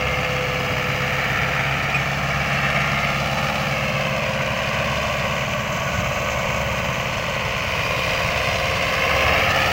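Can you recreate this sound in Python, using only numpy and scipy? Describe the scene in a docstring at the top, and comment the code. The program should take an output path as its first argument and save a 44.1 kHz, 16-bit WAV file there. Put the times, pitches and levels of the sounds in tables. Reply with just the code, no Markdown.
"""A throbbing, knocking diesel tractor slowly comes closer, dragging a disc harrow over a tilled field.
Four cylinders fire in turn: the exhaust hums and puffs, the block knocks, its panels ring, injectors tick.
The timing gear whines, the fan hums and hisses, and narrow bands of the rattle swell and fade.
An echo off the soil combs the block and the ticking as the tractor moves; a thin hiss sits at the very top.
Early on the discs rasp and clink; light wind touches the microphone."""
import sys
import numpy as np
from scipy import signal
from scipy.fft import rfft, irfft
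from scipy.io import wavfile

SR = 44100
rng = np.random.default_rng(int(sys.argv[2]) if len(sys.argv) > 2 else 0)


def unload_audio(sound):
    """Save the sound as a 16-bit wav file, at the path given as the first command line argument."""
    columns = np.transpose(np.atleast_2d(sound))
    # keep every value between -1 and 1, then stretch to whole-number steps
    steps = np.round(np.clip(columns, -1, 1) * 32767)
    wavfile.write(sys.argv[1], SR, steps.astype(np.int16))


N = 428652
TIME = np.arange(N) / SR
FREQS = np.arange(N // 2 + 1) * SR / N
# treble faders: (time [s], injector tick [dB], top hiss [dB])
TREBLE_LEVELS = [(0, -39.5, -48), (1.2, -38.5, -44.5), (1.7, -39.5, -48), (2.8, -37, -48), (3.45, -36, -46),
                 (4.2, -39.5, -49), (5.0, -37.5, -48.5), (5.65, -43, -47), (6.2, -42.5, -46),
                 (6.9, -41, -46.5), (7.4, -39, -49.5), (8.0, -34.5, -44.5), (8.7, -34, -46),
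                 (9.3, -33.5, -41), (9.72, -32.5, -41)]


def engine_block(cycle):
    """Every firing shakes a growl from the block, knocks in the head and rings the panels."""
    # the block's fader: (time [s], level [dB], knock against the block [dB])
    levels = [(0.0, -25.5, -3), (1.0, -25.5, -4), (1.9, -25, -4.5), (2.15, -26, -5.5), (2.7, -24, -5),
              (3.4, -24.5, -5), (4.2, -25.5, -3), (5.2, -24.5, -4.5), (5.6, -26, -4.7), (6.5, -24, -6.5),
              (7.1, -25.5, -4), (8.0, -23.5, -3.5), (8.95, -22.5, -3), (9.3, -18.5, -4), (9.72, -20, -4.5)]
    # midrange growl: (frequency [Hz], relative level [dB])
    growl_eq = [(260, -12.5), (380, -7.5), (470, -2.5), (560, -3.5), (700, -1.5), (850, -2.1), (1080, -4),
                (1300, -3.5), (1550, -8), (1800, -42)]
    # hard, bright knock: (frequency [Hz], relative level [dB])
    knock_eq = [(1350.0, -27), (1650.0, -7), (1900.0, -2.5), (2250.0, -0.2), (2500.0, 0.2), (2750.0, -2),
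                (3000.0, -3.6), (3250.0, -10.5), (3700.0, -43.2)]
    block_db, knock_db = in_time(levels)
    growl_db = -5.5  # against the block
    blows = firing_blows(cycle, decay=0.15, rise=0.018, uneven_db=1.0)
    growl = rattle(cycle, repeat=0.36, slack=0.00035) * pulsing(cycle, blows, base=2.2, lope=.1)
    knock = rattle(cycle, repeat=0.42, slack=0.00022) * pulsing(cycle, blows, base=.85)
    knock *= from_db(1.24 * drift(440))
    ring = panels(rattle(cycle, repeat=0.5, slack=0.000098)) * pulsing(cycle, blows, base=2.4)
    body = from_db(growl_db) * coloured(growl, growl_eq) + from_db(knock_db) * coloured(knock, knock_eq)
    return from_db(block_db) * over_soil(body + ring, echo=1.04, dull_hz=2220)


def panels(drive):
    """Bonnet, sump, side plates and rocker cover ring, each radiating best to the side it faces."""
    # panel resonances: (pitch [Hz], width [Hz], level against the block from each of six sides [dB])
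    modes = [(435.0, 70.0, -12.0, -17.0, -30.0, -30.0, -17.0, -10.0),
             (592.0, 84.0, -13.0, -19.5, -11.0, -12.0, -16.0, -18.5),
             (699.0, 79.0, -19.0, -15.0, -12.0, -17.0, -14.0, -17.5),
             (778.0, 92.0, -15.5, -14.5, -10.0, -14.5, -17.5, -22.0),
             (905.0, 109.0, -14.0, -13.0, -13.0, -8.5, -15.5, -21.0),
             (1036.0, 102.0, -25.0, -18.0, -13.5, -9.5, -14.5, -19.5),
             (1135.0, 88.0, -19.5, -14.0, -12.5, -8.5, -16.0, -16.0),
             (1230.0, 100.0, -14.0, -14.0, -16.5, -16.5, -18.5, -17.0),
             (1353.0, 97.0, -10.0, -11.0, -17.5, -17.5, -22.0, -16.0),
             (1460.0, 100.0, -12.5, -19.5, -16.5, -16.0, -21.0, -18.5),
             (1594.0, 105.0, -16.5, -14.5, -13.0, -20.5, -23.0, -17.0),
             (1746.0, 128.0, -11.0, -12.5, -15.5, -17.0, -21.5, -13.0),
             (1890.0, 111.0, -14.0, -20.0, -12.5, -13.0, -14.0, -12.5),
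             (1999.0, 93.0, -14.0, -12.0, -19.5, -18.0, -14.5, -14.0),
             (2119.0, 107.0, -8.0, -13.5, -19.5, -21.5, -15.5, -11.0),
             (2256.0, 134.0, -9.5, -10.0, -9.5, -8.0, -12.5, -16.0),
             (2385.0, 123.0, -11.0, -19.0, -12.0, -11.5, -15.5, -20.0),
             (2534.0, 119.0, -20.0, -13.0, -16.0, -16.0, -15.0, -14.5),
             (2654.0, 121.0, -13.0, -14.0, -13.5, -12.5, -16.5, -17.5),
             (2945.0, 116.0, -22.0, -21.0, -22.0, -23.5, -19.5, -22.0)]
    return sum(facing(side_db) * resonance(drive, hz, width_hz) for hz, width_hz, *side_db in modes)


def exhaust(cycle):
    """The pipe hums with the firings, throbs with the unequal cylinders and puffs turbulent gas."""
    # hum at the firing rate: (time [s], level [dB])
    firing_hum = [(0, -33), (.6, -39.5), (2.8, -35.5), (4.3, -40.5), (5.2, -36.5), (6.0, -40), (6.7, -34),
                  (7.3, -43), (7.7, -37), (8.7, -35.5), (8.95, -44), (9.3, -29), (9.72, -44)]
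    # its overtones: (time [s], second harmonic [dB], third harmonic [dB])
    overtones = [(0, -33, -44), (1.0, -31.5, -40.5), (2.0, -30, -48), (2.6, -29.5, -36), (4.0, -32.5, -36),
                 (5.1, -35.5, -38), (6.7, -44.5, -40.5), (8.0, -50, -45), (8.7, -49, -46.5),
                 (9.72, -55, -41.5)]
    # uneven throb: (order [multiple of the cycle rate], level from each of six sides [dB])
    throb_orders = [(3, -73, -66, -57, -54, -43, -53), (5, -46, -51, -62, -46, -47, -36),
                    (6, -38, -45, -41, -45, -40, -39), (7, -46, -58, -38, -35.5, -41, -44),
                    (9, -42, -39, -46, -46, -42, -54), (11, -46, -40.5, -59, -50, -65, -51),
                    (13, -47, -50, -48, -50, -68, -64), (16, -46, -69, -58, -60, -53.5, -45.5)]
    # rumble of the gas: (frequency [Hz], relative level [dB])
    gas_eq = [(25, -35), (55, -6), (90, -33), (140, 5.5), (200, -1.5), (260, -9), (400, -14)]
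    dispersion_turns, gas_db = 0.0373, -38
    first_db, = in_time(firing_hum)
    second_db, third_db = in_time(overtones)
    angle = cycle - .05 + 0.0033 * drift(23)

    def through_pipe(order):
        """Phase of one order in turns: the pipe lets the higher ones linger longest."""
        return order * angle - dispersion_turns * (order - 7) ** 2

    hum = from_db(first_db) * tone(through_pipe(4), flutter_db=2.0, wander_rad=.05)
    hum += from_db(second_db) * tone(through_pipe(8), flutter_db=-0.5, wander_rad=0.075)
    hum += from_db(third_db) * tone(through_pipe(12), flutter_db=1.2, wander_rad=0.15)
    throb = sum(facing(side_db) * np.sqrt(2) * np.cos(2 * np.pi * through_pipe(order))
                for order, *side_db in throb_orders)
    throb *= from_db(2.3 * drift(39))
    puffs = 0.82 + firing_blows(cycle, decay=0.2, rise=0.006, uneven_db=-1.5)
    return hum + throb + from_db(gas_db) * coloured(puffs * rng.standard_normal(N), gas_eq)


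def injectors(cycle, snaps):
    """An injector snaps at each firing with a crisp tick."""
    # crisp tick: (frequency [Hz], relative level [dB])
    tick_eq = [(2700, -2.5), (3300, 0), (4000, -0.5), (5000, 0), (6300, -6), (7300, -12), (9000, -18),
               (11000, -19), (13000, -29)]
    tick_db, _ = in_time(TREBLE_LEVELS)
    ticks = rattle(cycle, repeat=0.25, slack=0.000098) * pulsing(cycle, snaps, base=.9, lope=.08)
    ticks *= from_db(0.9 * drift(420))
    ticks = off_bodywork(ticks, strength=.24, count=4)
    return from_db(tick_db) * over_soil(coloured(ticks, tick_eq), echo=0.38, dull_hz=9000)


def timing_gear(cycle):
    """Meshing teeth whine, 30 to a cycle; the gear's run-out wobbles the pitch."""
    # whine at the tooth rate: (time [s], level [dB])
    whine_levels = [(0.07, -32.0), (0.28, -32.5), (0.44, -29.5), (0.74, -34.0), (1.11, -32.0), (1.3, -38.5),
                    (1.49, -35.5), (2.0, -47.0), (2.41, -40.0), (2.88, -44.0), (3.16, -36.0), (4.34, -32.5),
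                    (4.76, -37.0), (5.04, -47.0), (5.34, -38.0), (5.55, -46.5), (5.97, -47.0),
                    (6.08, -41.0), (6.41, -34.0), (6.64, -34.0), (6.87, -40.5), (6.99, -35.5),
                    (7.38, -35.0), (7.64, -44.0), (8.06, -35.0), (8.43, -41.0), (8.66, -32.5),
                    (8.82, -38.0), (9.22, -29.0), (9.64, -33.0)]
    # the octave above: (time [s], level [dB])
    octave_levels = [(0, -60), (2.4, -55), (4.2, -47), (4.8, -37.5), (5.4, -40), (5.8, -52), (6.6, -46),
                     (8.4, -51), (8.9, -38.5), (9.35, -36), (9.6, -48)]
    runout_teeth = 0.013
    teeth = 30 * cycle + runout_teeth * np.sin(2 * np.pi * cycle)
    whine = from_db(in_time(whine_levels)[0]) * tone(teeth, flutter_db=1.4, wander_rad=.25)
    octave = from_db(in_time(octave_levels)[0]) * tone(2 * teeth, flutter_db=2.8, wander_rad=0.45)
    return whine + octave


def brief_resonances(cycle):
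    """Narrow bands of the engine's rattle swell and fade, each at its own pitch."""
    # swelling bands: (time [s], pitch [Hz], peak level [dB], half length [s], width [Hz])
    bands = [(0.11, 2130.0, -34.9, 0.21, 61.0), (1.76, 2399.0, -33.1, 0.28, 64.0),
             (2.7, 2678.0, -33.3, 0.29, 91.0), (2.87, 1234.0, -36.8, 0.5, 55.0),
             (2.94, 2119.0, -29.4, 0.27, 117.0), (3.0, 1373.0, -39.7, 0.51, 39.0),
             (3.46, 843.0, -36.9, 0.23, 91.0), (3.51, 1452.0, -38.1, 0.18, 93.0),
             (3.83, 2179.0, -36.6, 0.2, 91.0), (3.92, 2658.0, -33.5, 0.22, 94.0),
             (4.1, 632.0, -35.9, 0.5, 44.0), (4.71, 1747.0, -38.2, 0.31, 87.0),
             (4.81, 2526.0, -38.0, 0.16, 48.0), (5.91, 1483.0, -37.2, 0.18, 84.0),
             (6.46, 2247.0, -36.6, 0.23, 63.0), (7.99, 2434.0, -32.3, 0.34, 70.0), (8.5, 690, -33, 0.4, 70),
             (9.4, 690, -29, 0.25, 60), (9.55, 1765, -30, 0.2, 60)]
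    drive = rattle(cycle, repeat=0.31, slack=0.0001)
    return sum(from_db(db) * swell(centre_s, half_s) * resonance(drive, hz, width_hz)
               for centre_s, hz, db, half_s, width_hz in bands)


def harrow_clinks():
    """Loose iron knocks together and rings as a disc rides over a clod."""
    # a quick double hit: (time [s], peak level [dB])
    hits = [(1.9455, -8), (1.956, -17)]
    # ring of the harrow frame: (pitch [Hz], level against the hit [dB], time to fall 60 dB [s])
    modes = [(2470, 0, .055), (2590, -7, .04), (5150, -23, .04), (7800, -26, .055)]
    attack_s = 0.0015
    out = np.zeros(N)
    for start_s, peak_db in hits:
        age = np.maximum(TIME - start_s, 0)
        attack = 1 - np.exp(-age / attack_s)
        for hz, db, t60 in modes:
            fall_db = 60 * np.minimum(age / t60, 2)
            out += attack * from_db(peak_db + db - fall_db) * np.sin(2 * np.pi * hz * age)
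    return out


def disc_rasp():
    """Gritty soil rasps along the discs, swelling and fading with each hard patch."""
    # hard patches: (time [s], peak level [dB], half length [s])
    patches = [(1.238, -30.5, 0.44), (1.875, -30, 0.82), (2.698, -28.5, 0.28)]
    # grinding steel: (frequency [Hz], relative level [dB])
    disc_eq = [(1300.0, -9.5), (1550.0, -7.5), (1850.0, -0.5), (2050.0, -8.5), (2280.0, 2), (2500.0, -18),
               (2900.0, -17)]
    level = sum(from_db(db) * swell(centre_s, half_s) for centre_s, db, half_s in patches)
    grit = rng.standard_normal(N) * from_db(2.0 * drift(97))
    return level * coloured(grit, disc_eq)


def fan_hum(cycle):
    """Geared up by its belt, the fan hums and beats against the exhaust."""
    # fan tones: (order [multiple of its turning rate], level [dB])
    partials = [(1, -53), (3, -40), (4, -41), (7, -57.5)]
    turns = 2.524 * cycle
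    return sum(from_db(db) * tone(order * turns, flutter_db=2.0, wander_rad=0.16)
               for order, db in partials)


def cooling_air():
    """Turbulent air flickers through the fan, hissing loudest while it faces the listener."""
    # bright hiss: (frequency [Hz], relative level [dB])
    hiss_eq = [(3500, 3), (5500, 2), (6200, 11.5), (6800, 7), (7600, 1), (9500, -25), (12500, -12)]
    level_db = -47.5 + 7.5 * swell(centre_s=6.16, half_s=1.26) + 2.0 * drift(94)
    return from_db(level_db) * coloured(rng.standard_normal(N), hiss_eq)


def top_hiss(snaps):
    """A thin, airy hiss at the very top, pulsing faintly with the firings."""
    # airy hiss: (frequency [Hz], relative level [dB])
    hiss_eq = [(9000, -30), (12000, -11), (13300, -6.5), (14500, -2), (15700, 0.5)]
    _, hiss_db = in_time(TREBLE_LEVELS)
    hiss = rng.standard_normal(N) * (4.5 + snaps) * from_db(drift(430))
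    return from_db(hiss_db) * coloured(hiss, hiss_eq)


def wind():
    """A steadily freshening breeze buffets the microphone, once with a dull gust."""
    # low buffeting: (frequency [Hz], relative level [dB])
    breeze_eq = [(8, -9), (35, 4), (60, 2), (95, 11), (150, -1), (300, -18.5)]
    # dull gust: (frequency [Hz], relative level [dB])
    gust_eq = [(50, -11), (95, -4), (140, -6)]
    breeze_db, rise_db_per_s, gust_db = -45, 0.95, -26.5
    breeze = from_db(breeze_db + rise_db_per_s * TIME) * coloured(rng.standard_normal(N), breeze_eq)
    gust = swell(centre_s=6.02, half_s=.1) * coloured(rng.standard_normal(N), gust_eq)
    return breeze + from_db(gust_db) * gust


def over_soil(x, echo, dull_hz):
    """Soft soil returns an inverted, duller, slightly late copy that cuts moving notches."""
    # ground bounce: (time [s], lag [ms], relative strength [0-1])
    bounce = [(0.0, 1.9, 0.53), (0.9, 1.86, 0.51), (1.6, 1.72, 0.49), (2.2, 1.88, 0.57), (2.8, 1.89, 0.61),
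              (3.2, 1.83, 0.62), (3.55, 1.82, 0.57), (3.9, 1.98, 0.52), (4.3, 2.16, 0.55),
              (4.8, 2.11, 0.58), (5.2, 2.1, 0.56), (5.6, 2.12, 0.46), (6.05, 2.03, 0.51), (6.4, 2.06, 0.49),
              (7.5, 2.13, 0.43), (8.5, 2.08, 0.57), (9.1, 2.01, 0.61), (9.4, 1.92, 0.58),
              (9.72, 1.74, 0.58)]
    lag_ms, strength = in_time(bounce)
    soft_soil = np.exp(-1.4j) / (1 + (FREQS / dull_hz) ** 4)  # phase shift and treble loss
    reflected = np.interp(TIME - lag_ms / 1000, TIME, irfft(rfft(x) * soft_soil, N))
    return x - np.clip(echo * strength, 0, .95) * reflected


def off_bodywork(x, strength, count):
    """Short echoes off bonnet, wheels and canopy slide as the tractor moves and ripple the treble."""
    lags_s, slide_s = np.geomspace(.0012, .0065, count), .00016
    echoes = sum(np.interp(TIME - lag - slide_s * drift(0.58), TIME, x) for lag in lags_s)
    return rms_one(x + strength * echoes)


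def firing_blows(cycle, decay, rise, uneven_db):
    """Envelope of the firings, each with its own strength; rise and decay are shares of a cycle."""
    # the four firings: (place in the cycle [0-1], accent [dB])
    firings = [(0.125, 2.5), (0.375, 0.3), (0.6, -0.5), (.87, 2)]
    out = 0
    for place, db in firings:
        number, age = np.divmod(cycle - place + 2, 1)
        strength = from_db(db + uneven_db * rng.standard_normal(400))[number.astype(int)]
        out = out + strength * np.exp(-age / decay) * (1 - np.exp(-age / rise))
    return rms_one(out)


def pulsing(cycle, blows, base, lope=0):
    """A steady base plus the firings; lope swells it once a cycle with the hardest cylinder."""
    return rms_one((base + blows) * (1 + lope * np.cos(2 * np.pi * (cycle - .1))))


def rattle(cycle, repeat, slack):
    """Dense contacts: a share recurs every cycle in a slowly morphing pattern, the rest is chance."""
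    patterns = rng.standard_normal((6, 2400))
    grid = np.linspace(0, 1, patterns.shape[1])
    angle = (cycle + slack * drift(35)) % 1
    morph = TIME / TIME[-1] * (len(patterns) - 1)
    recurring = sum(np.sqrt(np.maximum(0, 1 - abs(morph - k))) * np.interp(angle, grid, pattern)
                    for k, pattern in enumerate(patterns))
    return np.sqrt(repeat) * recurring + np.sqrt(1 - repeat) * rng.standard_normal(N)


def facing(side_db):
    """Gain towards the listener: the powers radiated to the two nearest sides blend."""
    # side turned to the listener: (time [s], side [0 rear quarter, 2 flank, 5 front quarter])
    sides = [(0.6, 0), (2.7, 1), (4.5, 2), (6.3, 3), (8.4, 4), (9.55, 5)]
    side, = in_time(sides)
    return np.sqrt(np.interp(side, np.arange(len(side_db)), from_db(side_db) ** 2))


def resonance(drive, hz, width_hz):
    """One narrow ringing band; rms 1."""
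    band = signal.butter(2, [hz - width_hz / 2, hz + width_hz / 2], "band", fs=SR, output="sos")
    return rms_one(signal.sosfilt(band, drive))


def tone(turns, flutter_db, wander_rad):
    """A sine near rms 1 that flutters in level and phase."""
    phase = 2 * np.pi * turns + wander_rad * drift(42)
    return np.sqrt(2) * np.cos(phase) * from_db(flutter_db * drift(17.5))


def coloured(x, eq):
    """Shape with an EQ curve that falls steeply beyond its ends; rms 1."""
    hz, db = np.transpose(eq)
    f = np.maximum(FREQS, 1)
    skirts = np.minimum(1, np.minimum(f / hz[0], hz[-1] / f)) ** 4
    gain = from_db(np.interp(np.log(f), np.log(hz), db))
    return rms_one(irfft(rfft(x) * skirts * gain, N))


def swell(centre_s, half_s):
    """A bell-shaped rise and fall of height 1."""
    return np.exp(-((TIME - centre_s) / half_s) ** 2)


def drift(rate_hz):
    """Smooth random motion, mostly slower than the given rate; rms 1."""
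    return rms_one(irfft(rfft(rng.standard_normal(N)) / (1 + (FREQS / rate_hz) ** 2) ** 2, N))


def in_time(rows):
    """Each column of an automation curve at every sample."""
    times, *columns = np.transpose(rows)
    return [np.interp(TIME, times, column) for column in columns]


def from_db(db):
    """Decibels to gain."""
    return 10 ** (np.asarray(db) / 20)


def rms_one(x):
    """Scale to unit rms."""
    return x / np.sqrt(np.mean(x ** 2) + 1e-20)


def scene():
    """Tractor, harrow and wind in mono; the four-stroke cycle times all the engine's parts."""
    # governed crankshaft: (time [s], speed [turns/s])
    crank_speed = [(0.0, 33.62), (0.25, 33.79), (0.7, 33.45), (1.6, 34.19), (2.2, 34.95), (2.8, 34.95),
                   (3.3, 35.36), (4.0, 35.23), (4.6, 35.41), (6.05, 35.3), (6.5, 34.86), (7.2, 35.61),
                   (7.55, 35.06), (8.0, 35.22), (8.6, 35.57), (9.25, 35.09), (9.5, 35.65), (9.72, 35.19)]
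    cycle = np.cumsum(in_time(crank_speed)[0]) / SR / 2  # two turns to a cycle
    engine = exhaust(cycle) + engine_block(cycle)
    snaps = firing_blows(cycle, decay=0.17, rise=0.007, uneven_db=1.5)
    treble = injectors(cycle, snaps) + top_hiss(snaps)
    tractor = engine + treble + timing_gear(cycle) + brief_resonances(cycle)
    tractor += fan_hum(cycle) + cooling_air()
    return (tractor + harrow_clinks() + disc_rasp() + wind())[None]


def record(dry):
    """A steep low-pass trims the very top."""
    cutoff_hz = 15750
    return signal.sosfilt(signal.ellip(12, .1, 90, cutoff_hz, fs=SR, output="sos"), dry)


dry = scene()
out = record(dry)
unload_audio(out)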